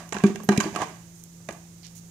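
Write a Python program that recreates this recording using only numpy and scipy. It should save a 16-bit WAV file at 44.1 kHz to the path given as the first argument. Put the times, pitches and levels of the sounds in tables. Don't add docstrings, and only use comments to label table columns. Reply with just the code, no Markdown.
import sys
import numpy as np
from scipy import signal
from scipy.fft import rfft, irfft
from scipy.io import wavfile

SR = 44100
rng = np.random.default_rng(int(sys.argv[2]) if len(sys.argv) > 2 else 0)


def how_loud(loudness_db):
    steps = np.asarray(loudness_db, float) / 20
    return 10 ** steps


def bounce(signal):
    frames = np.transpose(np.atleast_2d(signal))
    limited = np.clip(frames, -1, 1)
    pcm = np.round(limited * 32767).astype(np.int16)
    wavfile.write(sys.argv[1], SR, pcm)


N = 92610


def evened(x):
    return x / np.sqrt(np.mean(x ** 2) + 1e-20)


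def unit(h):
    return h / np.linalg.norm(h)


def read(points, hz):
    f, value = np.transpose(points)
    return np.interp(np.log(hz + 1), np.log(f + 1), value)


def add(mix, start_s, sound):
    part = mix[round(start_s * SR):][:len(sound)]
    part += sound[:len(part)]


def colour(points):
    log_gain = read(points, np.fft.rfftfreq(2048, 1 / SR)) * np.log(10) / 20
    fold = np.r_[1, 2 * np.ones(1023), 1, np.zeros(1023)]
    cepstrum = irfft(log_gain) * fold
    return irfft(np.exp(rfft(cepstrum)))[:1024]


def ring(modes, tune=1, vary_db=0):
    t = np.arange(6000) / SR
    hz, db, t60_s = np.transpose(modes)[:, :, None]
    decay = how_loud(db + vary_db - 60 * t / t60_s)
    return (decay * np.sin(2 * np.pi * hz * tune * t)).sum(0)


def grit(count, per_s, spread_db):
    chance, side, size = rng.random((count, 3)).T
    height = how_loud(-spread_db * np.log(size + 0.0011))
    return evened((chance < per_s / SR) * np.sign(side - .5) * height)


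# start in seconds, boom in dB, upper hollow modes in dB re boom,
# t60 in seconds, dull thud in dB.
LANDINGS = [(0.146, -26, -8.5, 0.26, -41), (0.2376, -1.5, -8, 0.15, -37), (0.299, -17.5, -4, 0.087, -42),
            (.349, -26, -2.5, 0.12, -38), (0.409, -28, -8, 0.07, -50), (0.438, -33.5, -4, 0.099, -42),
            (0.488, -6, -6, 0.17, -15), (0.517, -27, -8, 0.53, -32), (0.5787, -11, -5.5, 0.095, -4.5),
            (0.655, -26, 0, 0.19, -27), (.76, -28.5, -4, 0.084, -26), (0.726, -45.5, 8, 0.1, -26),
            (1.487, -34.5, -3, 0.096, -26)]
# frequency in Hz, level in dB, share of the landing's t60.
HOLLOW_MODES = [(202, 0, 1.0), (345, -6, 1.1), (390, 0, .95), (300, -13, .6), (160, -16, .5),
                (246, -13, .6)]
LOW_RISE_S, HIGH_RISE_S = 0.003, 0.0036
THUD_HZ, THUD_T60_S = 190, 0.023
CHOKE_S, CHOKE_DB_PER_S = .055, 600


def booms():
    out = np.zeros(N)
    t = np.arange(6000) / SR
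    choke = how_loud(-CHOKE_DB_PER_S * np.maximum(t - CHOKE_S, 0))
    thud = np.convolve(ring([(THUD_HZ, 0, THUD_T60_S)]), np.hanning(70) / 35)
    for start_s, boom_db, upper_db, t60_s, thud_db in LANDINGS:
        modes = [(hz, db, t60_s * share) for hz, db, share in HOLLOW_MODES]
        low = ring([mode for mode in modes if mode[0] <= 280])
        high = ring([mode for mode in modes if mode[0] > 280])
        add(out, start_s, how_loud(boom_db) * choke * (1 - np.exp(-t / LOW_RISE_S)) * low)
        add(out, start_s, how_loud(boom_db + upper_db) * choke * (1 - np.exp(-t / HIGH_RISE_S)) * high)
        add(out, start_s, how_loud(thud_db) * thud)
    return out


# start in seconds, wall in dB, tick in dB, chatter length in seconds,
# brightest wall frequency in Hz.
CONTACTS = [(.124, -26, -25.5, 0.0063, 900), (.1275, -19.5, -47, 0.0028, 2480),
            (0.144, -25, -29, 0.0077, 2350), (0.152, -27, -48, 0.0058, 1120),
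            (.167, -20, -61, 0.0052, 2380), (0.185, -42, -34, .006, 1000), (.202, -30, -48, 0.0089, 2200),
            (.2375, -21, -23, 0.0073, 1420), (0.265, -59, -33.5, 0.02, 800),
            (0.358, -27.5, -28, 0.0049, 1680), (0.402, -38, -44, 0.0073, 1120),
            (0.435, -40.5, -45, 0.006, 700), (0.4892, -13.5, -17, 0.0068, 1710),
            (0.511, -32, -40, 0.041, 2200), (.519, -25.5, -29.5, 0.03, 1000),
            (0.563, -24, -38, 0.0083, 1200), (0.5758, -30, -16, 0.0056, 2900),
            (0.6026, -21.5, -17.5, 0.013, 1510), (.607, -25, -35.5, 0.0062, 1110),
            (0.616, -42, -43, 0.0037, 900), (.639, -24, -48, 0.013, 1510), (.658, -27, -40, 0.012, 1170),
            (0.743, -34, -43, 0.0029, 1060), (.75, -24, -32.5, 0.0057, 1220),
            (0.76, -21, -24, 0.0083, 1000), (0.801, -24, -49, 0.0048, 850), (0.806, -28, -55, 0.0048, 1000),
            (0.8174, -19, -27.5, 0.0074, 1120), (0.821, -16, -37, 0.0022, 900),
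            (.833, -33, -34, 0.011, 1330), (1.403, -49, -67, 0.0055, 895),
            (1.4878, -27.5, -31, 0.0091, 1270), (1.508, -38, -39, .006, 1500)]
# frequency in Hz, level in dB, t60 in seconds.
WALL_MODES = [(660, -4, .04), (755, 0, .05), (860, -2, .04), (1000, -1, .04), (1150, -1, .045),
              (1530, -1, .035), (1640, -1, .035), (1860, -4, .03), (2340, -5, .05), (2560, -7, .025),
              (3220, -10, .02), (3950, -15, .02), (5000, -13, .015)]
# frequency in Hz, level in dB.
TICK_SPECTRUM = [(800, -43.5), (2300, 13.5), (3300, 12), (4300, 6.5), (5500, 3.5), (9000, -1), (13000, -9),
                 (16500, -14.5)]
FOCUS_DB = 7


def wall_patch(tune_spread, focus_db=0):
    shape = (len(WALL_MODES), 1)
    tune = 1 + tune_spread * rng.standard_normal(shape)
    return unit(ring(WALL_MODES, tune, focus_db + 2 * rng.standard_normal(shape)))


def knocks():
    out = np.zeros(N)
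    t = np.arange(2000) / SR
    tick = unit(colour(TICK_SPECTRUM))
    mode_hz = np.transpose(WALL_MODES)[0][:, None]
    for start_s, wall_db, tick_db, length_s, bright_hz in CONTACTS:
        clicks = grit(2000, 9000, 1.0) * .7 + 3 * (t == 0)
        chatter = clicks * np.exp(-(t / length_s) ** 2 * 1.5)
        patch = wall_patch(.015, -FOCUS_DB * np.log2(mode_hz / bright_hz) ** 2)
        add(out, start_s, how_loud(wall_db) * signal.fftconvolve(chatter, patch))
        add(out, start_s, how_loud(tick_db) * signal.fftconvolve(chatter * np.exp(-t / 0.023), tick))
    return out


# start in seconds, peak in dB,
# pitch in Hz, t60 in seconds.
CLEAR_RINGS = [(.125, -17.5, 655, 0.024), (.128, -26, 1000, 0.037), (.15, -27.5, 1030, 0.037),
               (.168, -27, 1016, .06), (.19, -33, 1068, .12), (.3, -41, 1144, 0.19),
               (.4, -29.5, 1110, 0.037), (.4895, -15, 734, 0.038), (.4895, -11.5, 1201, 0.029),
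               (.4895, -27, 1680, 0.014), (0.4889, -15.5, 1880, .03), (.52, -31, 825, 0.19),
               (.525, -41, 2410, 0.11), (.602, -15.5, 1573, 0.034), (.606, -17.5, 1027, 0.041),
               (.611, -39, 736, 0.034), (.761, -11.5, 1230, 0.02), (.761, -29, 708, 0.064),
               (.771, -19, 1120, 0.054), (.797, -30, 910, .03), (.808, -17, 1160, 0.027),
               (.808, -28, 685, 0.027), (.818, -16.5, 825, 0.028), (.823, -21, 834, 0.05),
               (.829, -16.5, 1050, 0.032), (.883, -52, 1070, 0.036), (1.4908, -22, 690, 0.019),
               (1.49, -22, 1140, 0.023), (1.501, -41, 840, 0.021), (1.488, -30.5, 2460, 0.028),
               (1.49, -29, 520, 0.025), (0.656, -17.5, 318, 0.063), (0.852, -41.5, 449, 0.28),
               (0.241, -20, 1142, 0.028), (0.245, -18, 2340, 0.023), (1.506, -51, 1690, 0.036),
               (1.545, -38.5, 676, 0.04), (1.545, -42.5, 1164, .06), (1.565, -47, 610, 0.024)]
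RING_RISE_S = 0.0011


def rings():
    out = np.zeros(N)
    swell = 1 - np.exp(-np.arange(6000) / SR / RING_RISE_S)
    for start_s, db, hz, t60_s in CLEAR_RINGS:
        add(out, start_s, swell * ring([(hz, db, t60_s)]))
    return out


# time in seconds, level in dB, rim squeal in Hz.
DRAG_PATH = [(0, -40.5, 1170), (0.047, -49.5, 1190), (.118, -57.5, 1000), (0.149, -39, 1000),
             (0.222, -47, 1210), (0.271, -36, 1200), (0.34, -50, 1240), (0.473, -59.5, 1120),
             (.52, -48, 1310), (0.643, -36, 1500), (0.719, -47.5, 710), (.79, -37.5, 766), (.825, -31, 880),
             (0.85, -40.5, 1200), (.95, -51.5, 1000), (1.05, -66, 950), (1.2, -84, 710)]
SETTLE_S, SETTLE_DB, SETTLE_T60_S = 1.495, -39, .37
SETTLE_HZ = 1000
GRIT_PER_S, GRIT_SPREAD_DB = 5000, 2
GRIT_TICK_DB, GRIT_BOOM_DB = -5, -5.5
SQUEAL_DB, SQUEAL_WIDTH_HZ = -6.5, 430


def squeal(t):
    at_s, _, hz = np.transpose(DRAG_PATH)
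    turn = np.exp(2j * np.pi * np.cumsum(np.interp(t, at_s, hz)) / SR)
    r = np.exp(-np.pi * SQUEAL_WIDTH_HZ / SR)
    slips = signal.lfilter([1], [1, -2 * r, r * r], grit(N, 600, 4) / turn)
    return evened((slips * turn).real)


def drag():
    t, out = np.arange(N) / SR, np.zeros(N)
    at_s, db, _ = np.transpose(DRAG_PATH)
    rocking = (t > SETTLE_S) * how_loud(SETTLE_DB - 60 * abs(t - SETTLE_S) / SETTLE_T60_S)
    level = how_loud(np.interp(t, at_s, db)) + rocking
    hollow = unit(ring([(hz, mode_db, 0.028 * share) for hz, mode_db, share in HOLLOW_MODES]))
    for _ in range(6):
        body = wall_patch(.03) + how_loud(GRIT_BOOM_DB) * hollow
        add(body, 0, how_loud(GRIT_TICK_DB) * unit(colour(TICK_SPECTRUM)))
        kicks = level * grit(N, GRIT_PER_S / 6, GRIT_SPREAD_DB)
        out += .4 * signal.fftconvolve(kicks, body)[:N]
    out = out + how_loud(SQUEAL_DB) * level * squeal(t)
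    soft = signal.lfilter(*signal.butter(1, SETTLE_HZ, fs=SR), out)
    return np.where(t > SETTLE_S, soft, out)


# start in seconds, length in seconds, level in dB, centre
# in Hz, width in octaves.
PAW_SCUFFS = [(0.09, 0.0037, -42.5, 5760, 2), (.132, 0.0025, -34.5, 7500, 0.19),
              (0.4327, 0.0052, -40.5, 9400, 0.83), (0.435, 0.02, -42.5, 12400, 0.19),
              (1.149, 0.07, -57.5, 8800, 0.7), (1.238, 0.0026, -35.5, 11100, 0.99),
              (1.523, 0.02, -52.5, 7950, 2.6), (0.6, 0.022, -53, 6500, 0.52),
              (0.633, 0.0094, -37, 4630, 0.13), (0.619, 0.029, -47, 6500, 1.5),
              (1.83, 0.011, -51, 4500, 0.21), (1.832, 0.045, -53.5, 2470, 0.5),
              (1.841, 0.012, -50.5, 4030, 0.61), (1.853, 0.019, -46.5, 4030, 0.47),
              (1.866, .004, -43, 4970, 1.4), (1.875, 0.011, -51, 3800, 0.46), (1.95, 0.053, -49, 9050, 1.8)]


def scuffs():
    out = np.zeros(N)
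    for start_s, length_s, db, hz, octaves in PAW_SCUFFS:
        u = np.arange(6000) / SR / length_s
        stroke = np.clip(u / 0.037, 0, 1) * np.clip((1 - u) / 0.24, 0, 1)
        band = [(hz * 2 ** (k * octaves), -6 * k * k) for k in range(-3, 4)]
        crackle = signal.fftconvolve(stroke * grit(6000, 5000, 3.8), unit(colour(band)))
        add(out, start_s, how_loud(db) * crackle)
    return out


# frequency in Hz, t60 in seconds.
YARD_T60 = [(200, 0.47), (1000, 0.33), (3000, 0.64), (8000, 0.57)]
YARD_DB = -10


def yard(x):
    taps = np.zeros((2, 20000))
    at = np.arange(120, 19980, 20) + rng.integers(0, 20, (2, 993))
    np.put_along_axis(taps, at, rng.choice([-1., 1.], at.shape), 1)
    hz, t, z = signal.stft(taps, SR, nperseg=256)
    decay = how_loud(-60 * t / read(YARD_T60, hz)[:, None])
    tail = signal.istft(z * decay, SR, nperseg=256)[1]
    return signal.fftconvolve(x[None], tail / np.linalg.norm(tail[0]), axes=1)[:, :N]


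# frequency in Hz, rms level in dB, width in Hz.
HUM_LINES = [(169.6, -48, .6), (339.2, -67, 2), (113, -60, 3), (91, -64, 6)]
# frequency in Hz, level in dB.
AIR_SPECTRUM = [(20, -21), (55, -13), (130, -7.5), (300, -18), (1000, -26.5), (3000, -30.5), (8000, -28),
                (16000, -35)]
# frequency in Hz, likeness 0 to 1.
AIR_LIKENESS = [(100, 0.8), (500, 0.28), (1500, 0.12), (4000, 0.055)]
AIR_DB = -53.5


def night():
    hz = np.fft.rfftfreq(N, 1 / SR)
    a, b = rfft(rng.standard_normal((2, N)))
    same = np.clip(read(AIR_LIKENESS, hz), 0, 1)
    pair = np.array([same * a + np.sqrt(1 - same ** 2) * b, a])
    out = how_loud(AIR_DB) * evened(irfft(pair * how_loud(read(AIR_SPECTRUM, hz)), N))
    for f, db, width_hz in HUM_LINES:
        pole = np.exp(-np.pi * width_hz / SR)
        slow = signal.lfilter([1], [1, -pole], rng.standard_normal((2, N)))
        wobble = 1 + .12 * width_hz * (evened(slow[0]) + 1j * evened(slow[1]))
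        carrier = np.exp(2j * np.pi * f * np.arange(N) / SR)
        out = out + how_loud(db) * evened((wobble * carrier).real)
    return out


SMALL_HZ = 108


def scene():
    hard = knocks() + rings() + drag() + scuffs()
    boom = booms()
    pot = hard + boom + how_loud(YARD_DB) * yard(hard + 0.67 * boom)
    no_bass = signal.butter(2, SMALL_HZ, "high", fs=SR, output="sos")
    return signal.sosfilt(no_bass, pot) + night()


def top_cut(x):
    return signal.sosfilt(signal.butter(12, 16530, fs=SR, output="sos"), x)


# frequency in Hz, level in dB.
LEFT_SHADE = [(150, -1), (500, 0), (1000, -1), (2000, -7), (4000, -16), (6500, -38), (9000, -22),
              (13000, -16)]
PORT_HZ, PORT_WIDTH_HZ, PORT_DB = 6500, 1187, 10
SCATTER_HZ, SCATTER_T60_S, SCATTER = 900, .1, .95
HISS_DB, EDGE_HZ = -61.5, 15600


def record(dry):
    r, w = np.exp(-np.pi * PORT_WIDTH_HZ / SR), 2 * np.pi * PORT_HZ / SR
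    port = signal.lfilter([1 - r, 0, r - 1], [1, -2 * r * np.cos(w), r * r], dry)
    left, right = dry + how_loud(PORT_DB) * port
    low = signal.filtfilt(*signal.butter(2, SCATTER_HZ, fs=SR), left)
    treble = left - low
    corners = unit(grit(4000, 3000, 0.3) * how_loud(-60 * np.arange(4000) / SR / SCATTER_T60_S))
    scattered = signal.fftconvolve(treble, corners)[:N]
    left = low + (1 - SCATTER) * treble + SCATTER * scattered
    left = signal.fftconvolve(left, colour(LEFT_SHADE))[5:N + 5]
    x = np.array([left, right]) + how_loud(HISS_DB) * rng.standard_normal((2, N))
    edge = signal.firwin2(201, [0, EDGE_HZ - 150, EDGE_HZ + 100, SR / 2], [1, 1, .06, .04], fs=SR)
    return top_cut(signal.oaconvolve(x, edge[None], "same"))


dry = scene()
out = record(dry)
bounce(out)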